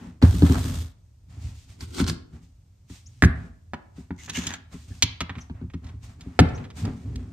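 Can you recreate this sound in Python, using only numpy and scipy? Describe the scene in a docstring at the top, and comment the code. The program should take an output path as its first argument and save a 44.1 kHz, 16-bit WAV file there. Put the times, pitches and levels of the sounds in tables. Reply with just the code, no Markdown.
"""Jar, bottle and mug on a wooden table

A nut jar slides over the table and loses its screw lid; a plastic bottle is set down, its cap is
twisted off and bounces away; a full mug lands last. Impacts excite the damped modes of the thing
struck and, a moment later, of the table top; stick-slip friction sounds between the blows.
A phone held close above picks it all up in a small quiet room."""
import sys
import numpy as np
from scipy import signal
from scipy.fft import rfft, irfft, next_fast_len
from scipy.io import wavfile
from scipy.ndimage import uniform_filter1d

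SR = 44100
rng = np.random.default_rng(int(sys.argv[2]) if len(sys.argv) > 2 else 0)


def log_audio(samples):
    """Write samples as a 16-bit WAV file to the path given in sys.argv[1]."""
    # one column per channel
    frames = np.atleast_2d(samples).T
    # limit to full scale, then quantise
    limited = np.clip(frames, -1, 1)
    pcm = np.round(limited * 32767).astype(np.int16)
    wavfile.write(sys.argv[1], SR, pcm)


N = 322812
T = np.arange(N) / SR
ANTIPHASE = np.array([[1], [-1]])
TWIST_DB_PER_S, HAND_DB_PER_S, HUM_DB_PER_S = (905, 498), (905, 256), (245, 150)  # rise, fall

# Normal modes. Each row: frequency in Hz, relative level in dB, t60 in seconds (body() limits the
# t60 of lid and cap). The table's first three rows are its bass modes, the rest its upper modes.
TABLE_MODES = [(64, -36, .16), (80.7, -4, 0.1), (100, -10.5, 0.092), (172.1, 4, 0.1), (225.2, 1.5, 0.079),
               (252, 3, 0.088), (330, -12, 0.027), (365, -12, 0.11)]
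LID_MODES = [(400, -1, 0.034), (1100, 10, 0.028), (1520, 16, .025), (2190, 3.5, 0.0083), (3500, 4, .008),
             (4560, 14, 0.0091), (5270, 8, .008)]
CAP_MODES = [(1120, -2, 0.018), (1820, 4, 0.02), (2050, 5, 0.02), (2980, -2.5, 0.02), (3740, 16, 0.02),
             (4310, 9.5, 0.01), (5460, -15.5, 0.018), (6700, 27, 0.03)]
# Blows to the table top. Each row: start in seconds, peaks of the bass and upper modes in dB.
TABLE_THUMPS = [(0.227, -10.5, -5), (0.237, -2.5, -34), (0.342, -20, -22), (0.423, -8, -4.5),
                (0.498, -8, -11.5), (0.513, -25, -12.5), (0.558, -32, -24.5), (0.65, -47, -20),
                (1.371, -32, -42.5), (1.444, -24, -47), (1.82, -34.5, -36), (2.002, -40, -13),
                (2.016, -15, -21), (2.101, -30.5, -23.5), (2.331, -32.5, -42), (2.901, -30.5, -35.5),
                (3.227, -7, -7), (3.243, -7.5, -10), (3.259, -23, -22), (3.735, -35.5, -30.5),
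                (3.982, -42, -32), (4.106, -27.5, -24.5), (4.377, -29, -22), (4.464, -31, -31.5),
                (4.742, -34, -31.5), (4.905, -29, -38.5), (5.031, -18.5, -23.5), (5.211, -25, -27),
                (5.298, -28, -34.5), (5.366, -28.5, -31), (5.5, -29, -30), (5.615, -28, -29),
                (5.639, -26.5, -32.5), (5.742, -27.5, -26), (5.849, -26, -43.5), (5.941, -30.5, -40),
                (6.263, -28.5, -29.5), (6.393, -7, -8.5), (6.402, -8, -6), (6.831, -21.5, -55),
                (6.873, -20.5, -27), (7.158, -22, -38.5)]
# Strokes of rubbing. Each row: start and hold in seconds, then levels in dB of the bright half,
# the dull half, the table's bass hum and its upper hum.
LID_STROKES = [(1.811, 0.028, -46, -51.5, -39, -57.5), (1.88, 0.068, -56, -63.5, -46.5, -72),
               (1.946, 0.043, -41.5, -49.5, -46, -57), (1.994, 0.013, -34, -33.5, -40, -38),
               (2.084, 0.0085, -34, -37, -37, -33.5)]
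CAP_STROKES = [(4.196, 0.063, -48.5, -58, -48.5, -58.5), (4.29, 0.019, -55, -50, -49, -45),
               (4.352, 0.034, -34, -39.5, -45, -59), (4.4, 0.086, -42, -41.5, -55, -45),
               (4.5, 0.045, -51, -42, -51, -50.5)]
HAND_STROKES = [(0, 0.074, -64, -54.5, -42.5, -42.5), (1.304, 0.22, -65.5, -65, -43.5, -62),
                (1.419, 0.075, -57, -69, -40, -55), (1.55, 0.087, -60, -80, -66, -74),
                (1.69, 0.036, -58.5, -66, -47, -61), (2.337, 0.026, -69, -63, -53, -48.5),
                (2.429, 0.0084, -67, -78, -50, -75), (2.903, 0.068, -53.5, -68.5, -66, -78),
                (3.06, 0.22, -69.5, -86, -50, -71), (3.359, 0.099, -69.5, -60, -45, -45),
                (3.968, 0.037, -62.5, -62.5, -44, -61), (4.728, 0.012, -53.5, -53.5, -44, -56),
                (4.77, 0.077, -59.5, -85, -49.5, -56), (4.885, 0.1, -58, -67, -45, -59),
                (5.38, 0.039, -64, -58.5, -45.5, -57), (5.55, 0.067, -93, -61.5, -42.5, -58.5),
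                (5.84, 0.06, -72.5, -57.5, -43, -50), (6.038, 0.0068, -53.5, -58.5, -40.5, -56.5),
                (6.091, 0.021, -65, -60.5, -40, -55.5), (6.2, 0.27, -71, -62.5, -53, -51),
                (6.45, 0.17, -67.5, -50, -34.5, -40), (6.772, 0.035, -47, -50.5, -42, -59),
                (6.849, 0.032, -64, -45, -26.5, -29.5), (6.898, 0.14, -66, -64.5, -47, -56),
                (7.06, 0.15, -69.5, -62.5, -33, -41), (7.19, 0.14, -73.5, -65, -43, -47)]


def undb(db):
    return 10 ** (np.asarray(db) / 20)


def unit(x):
    return x / np.sqrt(np.mean(x ** 2))


def peak(x, db):
    return x * undb(db) / np.abs(x).max()


def add(out, sound, s):
    i = int(s * SR)
    out[i:i + len(sound)] += sound[:len(out) - i]


def band(x, lo_hz, hi_hz):
    return signal.sosfilt(signal.butter(2, [lo_hz, hi_hz], "band", fs=SR, output="sos"), x)


def halves(x, split_hz=2500):
    """A crossover divides a sound into a dull and a bright half."""
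    return [signal.sosfilt(signal.butter(4, split_hz, kind, fs=SR, output="sos"), x)
            for kind in ("low", "high")]


def colour(x, points):
    """Spectral shaping by (Hz, dB) points joined on a log axis."""
    size = next_fast_len(N + SR // 4)
    hz, db = np.transpose(points)
    gain = undb(np.interp(np.log(np.arange(size // 2 + 1) * SR / size + 1), np.log(hz), db))
    return irfft(rfft(x, size) * gain, size)[..., :N]


def ring(modes, scatter_db=0, detune=0, swell_cycles=0, size=SR // 3):
    """Free vibration is a sum of damped sines, here scattered at random in level and pitch."""
    hz, db, t60 = np.transpose(modes)[:, :, None]
    t = np.arange(size) / SR
    if scatter_db or detune:
        level_draw, pitch_draw = rng.standard_normal((2, len(modes), 1))
    else:
        level_draw = pitch_draw = 0
    gain = undb(db + scatter_db * level_draw) * (1 - np.exp(-t * hz / (swell_cycles + 1e-3)))
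    sines = np.sin(2 * np.pi * hz * (1 + detune * pitch_draw) * t)
    return (gain * sines * 1000 ** (-t / t60)).sum(axis=0)


def body(modes, longest_s, longest_cycles=24):
    """Mode splitting: in thick plastic and clay each mode is a heavily damped cluster."""
    cluster = np.repeat(modes, 6, axis=0)
    cluster[:, 2] = np.minimum(cluster[:, 2], np.minimum(longest_s, longest_cycles / cluster[:, 0]))
    return ring(cluster, scatter_db=2.5, detune=.035, size=SR // 20)


def blows(events, modes, chatter_s, crack_db, lag_samples):
    """Impact excitation: a chattering contact radiates a crack and drives the body's modes."""
    out, t = np.zeros((2, N)), np.arange(SR // 10) / SR
    delay = np.exp(-2j * np.pi * lag_samples * np.fft.rfftfreq(len(t)))
    for s, dull_db, bright_db in events:
        chatter = rng.standard_normal(len(t)) * np.exp(-(t / chatter_s) ** 2)
        chatter *= np.clip(t / 0.00023, 0, 1)
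        force = unit(chatter) / np.sqrt(len(t))
        force[0] += 1.2  # the first contact
        tone = signal.fftconvolve(body(modes, longest_s=.03), force)[:len(t)]
        dull, bright = halves(peak(tone, 0) + peak(band(chatter, 650, 6700), crack_db))
        sound = peak(dull, dull_db) + peak(bright, bright_db)
        late = irfft(rfft(sound) * delay, len(t))
        add(out[0], late * undb(-.75), s)  # later and softer on the left
        add(out[1], sound * undb(.75), s)
    return out


def grit(per_s, spread_db, smooth):
    """Stick-slip friction: catches of uneven size modulate a smooth hiss in each channel."""
    catches = (rng.random(N) < per_s / SR) * undb(np.clip(spread_db * rng.exponential(size=N), 0, 8))
    return (unit(uniform_filter1d(catches, SR // 300)) + smooth) * rng.standard_normal((2, N))


def resonate(friction, modes, hiss_db):
    """Forced vibration: friction drives a body's modes, and some hiss radiates directly."""
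    tone = signal.fftconvolve(friction, body(modes, longest_s=.015)[None], axes=1)[:, :N]
    return unit(tone) + undb(hiss_db) * unit(band(friction, 780, 11000))


def swells(start, hold, db, rise_db_per_s, fall_db_per_s):
    """Incoherent strokes rise, hold and fall; their powers add to one gain curve."""
    t = T[::200, None]
    down = rise_db_per_s * np.maximum(start - t, 0) + fall_db_per_s * np.maximum(t - start - hold, 0)
    return np.interp(T, t[:, 0], np.sqrt((undb(db - down) ** 2).sum(axis=1)))


def strokes(rows, slopes):
    """Bright and dull amplitude envelopes of a series of strokes."""
    start, hold, bright_db, dull_db = np.transpose(rows)[:4]
    return swells(start, hold, bright_db, *slopes), swells(start, hold, dull_db, *slopes)


def rub(gains, friction, crosstalk=0.17):
    """Amplitude modulation: each half of the friction noise follows its own envelope."""
    dull, bright = map(unit, halves(friction + crosstalk * friction[::-1]))
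    return gains[0] * bright + gains[1] * dull


def room_hush():
    """Steady background noise, coherent between the channels in the bass."""
    # Each row: frequency in Hz, relative spectral density in dB.
    spectrum = [(24, -21), (40, 6.5), (94, 0), (284, -24.5), (2850, -51.5), (5940, -42.5), (7400, -45.5),
                (14000, -44.5)]
    mid, side = colour(rng.standard_normal((2, N)), spectrum)
    return undb(-54.5) * unit(mid + band(side, 400, 14000) * ANTIPHASE)


def hands():
    """Skin friction makes a nearly smooth hiss that persists faintly at rest."""
    # Each row: frequency in Hz, relative spectral density in dB.
    spectrum = [(350, -5), (700, 9), (1500, 2.5), (3000, -3.5), (7000, -3.5), (14000, -13)]
    gains = strokes(HAND_STROKES, HAND_DB_PER_S) + undb([[-78.5], [-84.5]])
    return rub(gains, colour(grit(110, spread_db=4.7, smooth=8.4), spectrum))


def table_hum():
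    """Forced vibration: rubbing, the skid and the wake of each thump keep the table humming."""
    start, hold, _, _, bass_db, upper_db = np.transpose(LID_STROKES + CAP_STROKES + HAND_STROKES)
    thump_s, bass_peak_db, upper_peak_db = np.transpose(TABLE_THUMPS)
    out = 0
    for modes, stroke_db, wake_db, fade_db_per_s, skid_db, rest_db in (
            (TABLE_MODES[:3], bass_db, bass_peak_db - 14.5, 110.5, 14, -55.5),
            (TABLE_MODES[3:], upper_db, upper_peak_db - 22, 132, 3, -79.5)):
        hum = unit(signal.fftconvolve(rng.standard_normal(N), ring(modes, swell_cycles=0.41))[:N])
        rubbing = swells(start, hold, stroke_db, *HUM_DB_PER_S)
        wake = swells(thump_s, 0, wake_db, 91000, fade_db_per_s)
        skid = undb(skid_db) * skid_gains()[0]
        out += np.sqrt(rubbing ** 2 + wake ** 2 + skid ** 2 + undb(rest_db) ** 2) * hum
    return out


def skid_gains():
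    """Bright and dull amplitude envelopes of the jar as it skids, rocks and slows."""
    # Each row: time in seconds, bright and dull levels in dB.
    levels = [(0.217, -47, -33), (0.236, -43.5, -31.5), (0.3, -42, -45.5), (0.4, -40.5, -52),
              (0.46, -39, -36), (0.53, -37, -42.5), (0.56, -40.5, -33.5), (0.601, -39, -47),
              (0.701, -40, -46), (0.821, -46, -57), (0.87, -55, -59.5), (0.931, -70, -77)]
    s, bright_db, dull_db = np.transpose(levels)
    return [undb(np.interp(T, s, db, -200, -200)) for db in (bright_db, dull_db)]


def jar_skid():
    """Sliding friction of the jar on wood makes a grainy broadband noise."""
    # Each row: frequency in Hz, relative spectral density in dB.
    spectrum = [(400, -4), (600, -1.5), (900, -3), (1520, -5.5), (2000, -13), (2750, -16.5), (3350, -13),
                (5000, -16), (9000, -16), (14000, -17)]
    return rub(skid_gains(), colour(grit(211.7, spread_db=23, smooth=1.7), spectrum))


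def wood_knocks():
    """Impacts on wood excite damped modes and sound dull."""
    # Each row: start in seconds, dull and bright peaks in dB.
    knocks = [(0.225, -15, -21.5), (0.422, -19, -32), (0.466, -35, -45), (0.497, -21, -50),
              (0.513, -25, -50), (0.546, -27, -42), (0.566, -37, -44), (5.498, -36.5, -59),
              (5.614, -46, -67)]
    # Each row: frequency in Hz, relative level in dB, t60 in seconds before body() limits it.
    modes = [(460, -13, 0.039), (900, -2.5, 0.048), (1215, -6, 0.035), (1570, -3, 0.03),
             (3330, -1.5, 0.005), (4200, 7.5, 0.014)]
    return blows(knocks, modes, chatter_s=0.018, crack_db=-19, lag_samples=7.4)


def table_thumps():
    """A struck plate takes some cycles to swell, so its upper modes answer before its bass."""
    out = np.zeros(N)
    for s, bass_db, upper_db in TABLE_THUMPS:
        for modes, db in ((TABLE_MODES[:3], bass_db), (TABLE_MODES[3:], upper_db)):
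            add(out, peak(ring(modes, scatter_db=0.21, detune=0.048, swell_cycles=1.32), db), s)
    return out


def lid_ticks():
    """Brief impacts set the jar's lid in free vibration."""
    # Each row: start in seconds, dull and bright peaks in dB.
    ticks = [(1.808, -47, -28.5), (1.984, -27, -22.5), (2.001, -29, -20.5), (2.042, -35, -23.5),
             (2.066, -33, -25), (2.08, -36, -16), (2.098, -27, -15.5)]
    return blows(ticks, LID_MODES, chatter_s=0.0061, crack_db=-18.5, lag_samples=1)


def lid_twist():
    """Stick-slip friction drives the modes of the turning lid."""
    friction = grit(186, spread_db=2.9, smooth=2.4)
    return rub(strokes(LID_STROKES, TWIST_DB_PER_S), resonate(friction, LID_MODES, hiss_db=6.5))


def jar_air():
    """Cavity resonance: the air in the jar hums while the lid turns."""
    dull_gain = strokes(LID_STROKES, HUM_DB_PER_S)[1]
    return undb(-4) * dull_gain * unit(band(rng.standard_normal((2, N)), 277, 400))


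def bottle_taps():
    """Taps excite the heavily damped modes of the held bottle."""
    # Each row: start in seconds, dull and bright peaks in dB.
    taps = [(2.899, -49, -57), (3.735, -16.5, -39.5), (4.107, -27, -61.5)]
    # Each row: frequency in Hz, relative level in dB, t60 in seconds before body() limits it.
    modes = [(444, -12, 0.015), (800, -20.5, 0.036), (1000, 1, 0.028), (1410, 3.5, 0.01),
             (1830, 2.5, 0.0087), (2346, -7, 0.0088), (3400, -2, 0.0056), (4280, 0.5, .008)]
    return blows(taps, modes, chatter_s=0.013, crack_db=-10, lag_samples=2.7)


def skin_squeaks():
    """Stick-slip oscillation of skin on smooth walls: rough glides that start fast and level off."""
    # Each row: start and length in seconds, first and last pitch in Hz, left peak in dB.
    glides = [(3.058, 0.024, 4170, 7200, -45.5), (5.403, 0.0277, 6650, 5900, -44.5),
              (6.542, 0.035, 4940, 6360, -47.5)]
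    out = np.zeros(N)
    for s, length, start_hz, end_hz, db in glides:
        u = np.linspace(0, 1, int(length * SR))
        wobble = 1 + 0.05 * unit(uniform_filter1d(rng.standard_normal(len(u)), 40))
        hz = (start_hz + (end_hz - start_hz) * np.sqrt(u)) * wobble
        add(out, undb(db) * np.sin(np.pi * u) * np.sin(2 * np.pi * np.cumsum(hz) / SR), s)
    return out * np.array([[1], [.6]])


def bottle_landing():
    """Three quick impacts excite the bottle's modes as it is set down."""
    # Each row: start in seconds, dull and bright peaks in dB.
    impacts = [(3.223, -5.5, -10.5), (3.237, -6.5, -14.5), (3.247, -24, -15.5)]
    # Each row: frequency in Hz, relative level in dB, t60 in seconds before body() limits it.
    modes = [(835, -20.5, 0.016), (1020, -7.5, 0.028), (1305, -11.5, 0.016), (1500, 2, 0.017),
             (1670, 13.5, 0.023), (1908, -3.5, 0.028), (2330, -17, 0.017), (3320, -14.5, 0.013),
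             (5800, -14.5, .007)]
    return blows(impacts, modes, chatter_s=0.0082, crack_db=-15, lag_samples=3.5)


def plastic_creaks(half_width=0.044, rise_db_per_s=2500, fall_db_per_s=898):
    """Gripped plastic creaks: each burst of noise excites one narrow resonance."""
    # Each row: start and hold in seconds, frequency in Hz, level in dB.
    creaks = [(4.187, 0.032, 2070, -54), (4.351, 0.016, 2850, -36), (4.353, 0.018, 2220, -39),
              (4.353, 0.017, 1680, -44), (4.909, .014, 1710, -56.5)]
    out, t = np.zeros(N), np.arange(SR // 6) / SR - .02
    for s, hold, hz, db in creaks:
        down = rise_db_per_s * np.maximum(-t, 0) + fall_db_per_s * np.maximum(t - hold, 0)
        tone = band(rng.standard_normal(len(t)), hz * (1 - half_width), hz * (1 + half_width))
        add(out, undb(db - down) * unit(tone), s + t[0])
    return out


def cap_twist():
    """Stick-slip friction drives the modes of the turning bottle cap."""
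    friction = grit(110, spread_db=3, smooth=1.2)
    return rub(strokes(CAP_STROKES, TWIST_DB_PER_S), resonate(friction, CAP_MODES, hiss_db=-2.5))


def cap_ticks():
    """Small impacts set the turning cap in free vibration."""
    # Each row: start in seconds, dull and bright peaks in dB.
    ticks = [(4.279, -36, -52), (4.297, -30, -18.5), (4.354, -43, -30), (4.425, -50, -34), (4.44, -43, -29),
             (4.469, -39, -14.5), (4.492, -36, -32), (4.528, -45.5, -35), (4.538, -31, -23.5)]
    return blows(ticks, CAP_MODES, chatter_s=0.0095, crack_db=-8.5, lag_samples=2.65)


def cap_bounces():
    """Each rebound excites the high modes of the loose cap."""
    # Each row: start in seconds, dull and bright peaks in dB.
    bounces = [(5.024, -16, -2.5), (5.206, -19, -19.5), (5.295, -22.5, -46), (5.354, -32, -52),
               (5.384, -35.5, -44.5), (5.7, -45.5, -58), (5.737, -39, -46), (5.844, -55, -44.5),
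               (5.867, -49, -46), (5.89, -44, -49), (6.209, -51.5, -35.5), (6.488, -46.5, -39.5),
               (6.578, -39, -44), (6.641, -41, -46), (6.652, -41, -48), (6.703, -39.5, -42.5)]
    # Each row: frequency in Hz, relative level in dB, t60 in seconds before body() limits it.
    modes = [(1400, 0.5, .03), (2065, -0.5, .02), (2425, 3.5, .03), (3530, 9, .03), (4100, 13, .03),
             (5000, 3, .02), (5400, -8, .02), (5980, 0, .02), (6560, 10.5, .02)]
    return blows(bounces, modes, chatter_s=0.013, crack_db=-8, lag_samples=2.68)


def mug_landing():
    """Hard contact gives a strong crack and excites the damped modes of the full mug."""
    # Each row: start in seconds, dull and bright peaks in dB.
    impacts = [(6.391, 4, -14.5), (6.399, -7.5, -15.5), (6.852, -31, -33.5), (6.878, -32, -57),
               (7.158, -43, -31.5)]
    # Each row: frequency in Hz, relative level in dB, t60 in seconds before body() limits it.
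    modes = [(588, -1, 0.033), (728, 5, 0.032), (906, -0.5, 0.045), (960, 6, 0.0048), (1335, 14.5, 0.004),
             (1830, 0, 0.024), (2260, -2, 0.0097), (3080, -9.5, 0.022), (4080, -6, 0.014)]
    return blows(impacts, modes, chatter_s=0.0064, crack_db=-4, lag_samples=3.2)


def reverberation(x):
    """A diffuse field: a tail of noise in each channel that dies faster in the treble."""
    # Each row: frequency in Hz, t60 in seconds.
    decay_times = [(250, 0.72), (1500, 0.46), (4000, 0.37), (10000, 0.22)]
    points_hz, points_t60 = np.transpose(decay_times)
    t, tail = np.arange(SR // 2) / SR, 0
    for hz in 125 * 2. ** np.arange(7):
        t60 = np.interp(np.log(hz), np.log(points_hz), points_t60)
        tail += band(rng.standard_normal((2, len(t))), hz / 2 ** .5, hz * 2 ** .5) * 1000 ** (-t / t60)
    tail *= np.clip(t / 0.0014, 0, 1)
    tail /= np.sqrt((tail ** 2).sum(axis=1).mean())
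    return signal.fftconvolve(x[None], tail, axes=1)[:, :N]


def scene():
    """Superposition of impacts, friction, the table top and the room."""
    hits = (wood_knocks() + lid_ticks() + bottle_landing() + bottle_taps()
            + cap_ticks() + cap_bounces() + mug_landing())
    rubs = (jar_skid() + lid_twist() + cap_twist() + hands()
            + skin_squeaks() + plastic_creaks() + jar_air())
    table = table_thumps() + table_hum()
    # the upper table modes and the low ring of blows reach the two channels unequally
    side = undb(-19) * band(table, 130, 600) + undb(-1.5) * band(hits.mean(axis=0), 350, 800)
    hush = room_hush()
    echo = undb(-12.5) * reverberation((hits + rubs).mean(axis=0) + undb(-18) * table)
    return hits + rubs + table + side * ANTIPHASE + echo + hush


def record(dry, ceiling=.93, top_hz=15700):
    """Band limiting and saturation: no deep bass, rounded peaks, no treble above about 15 kHz."""
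    # A narrow dip near 10.5 kHz and a falling top. Each row: frequency in Hz, gain in dB.
    response = [(7000, 0.5), (9500, -0.5), (10100, -18), (10900, -23), (11500, -5.5), (14300, -5),
                (15200, -32.5)]
    thin = signal.sosfilt(signal.butter(3, 52, "high", fs=SR, output="sos"), colour(dry, response))
    rounded = thin / (1 + (thin / ceiling) ** 4) ** (1 / 4)
    return signal.sosfilt(signal.ellip(10, .2, 90, top_hz, fs=SR, output="sos"), rounded)


dry = scene()
out = record(dry)
log_audio(out)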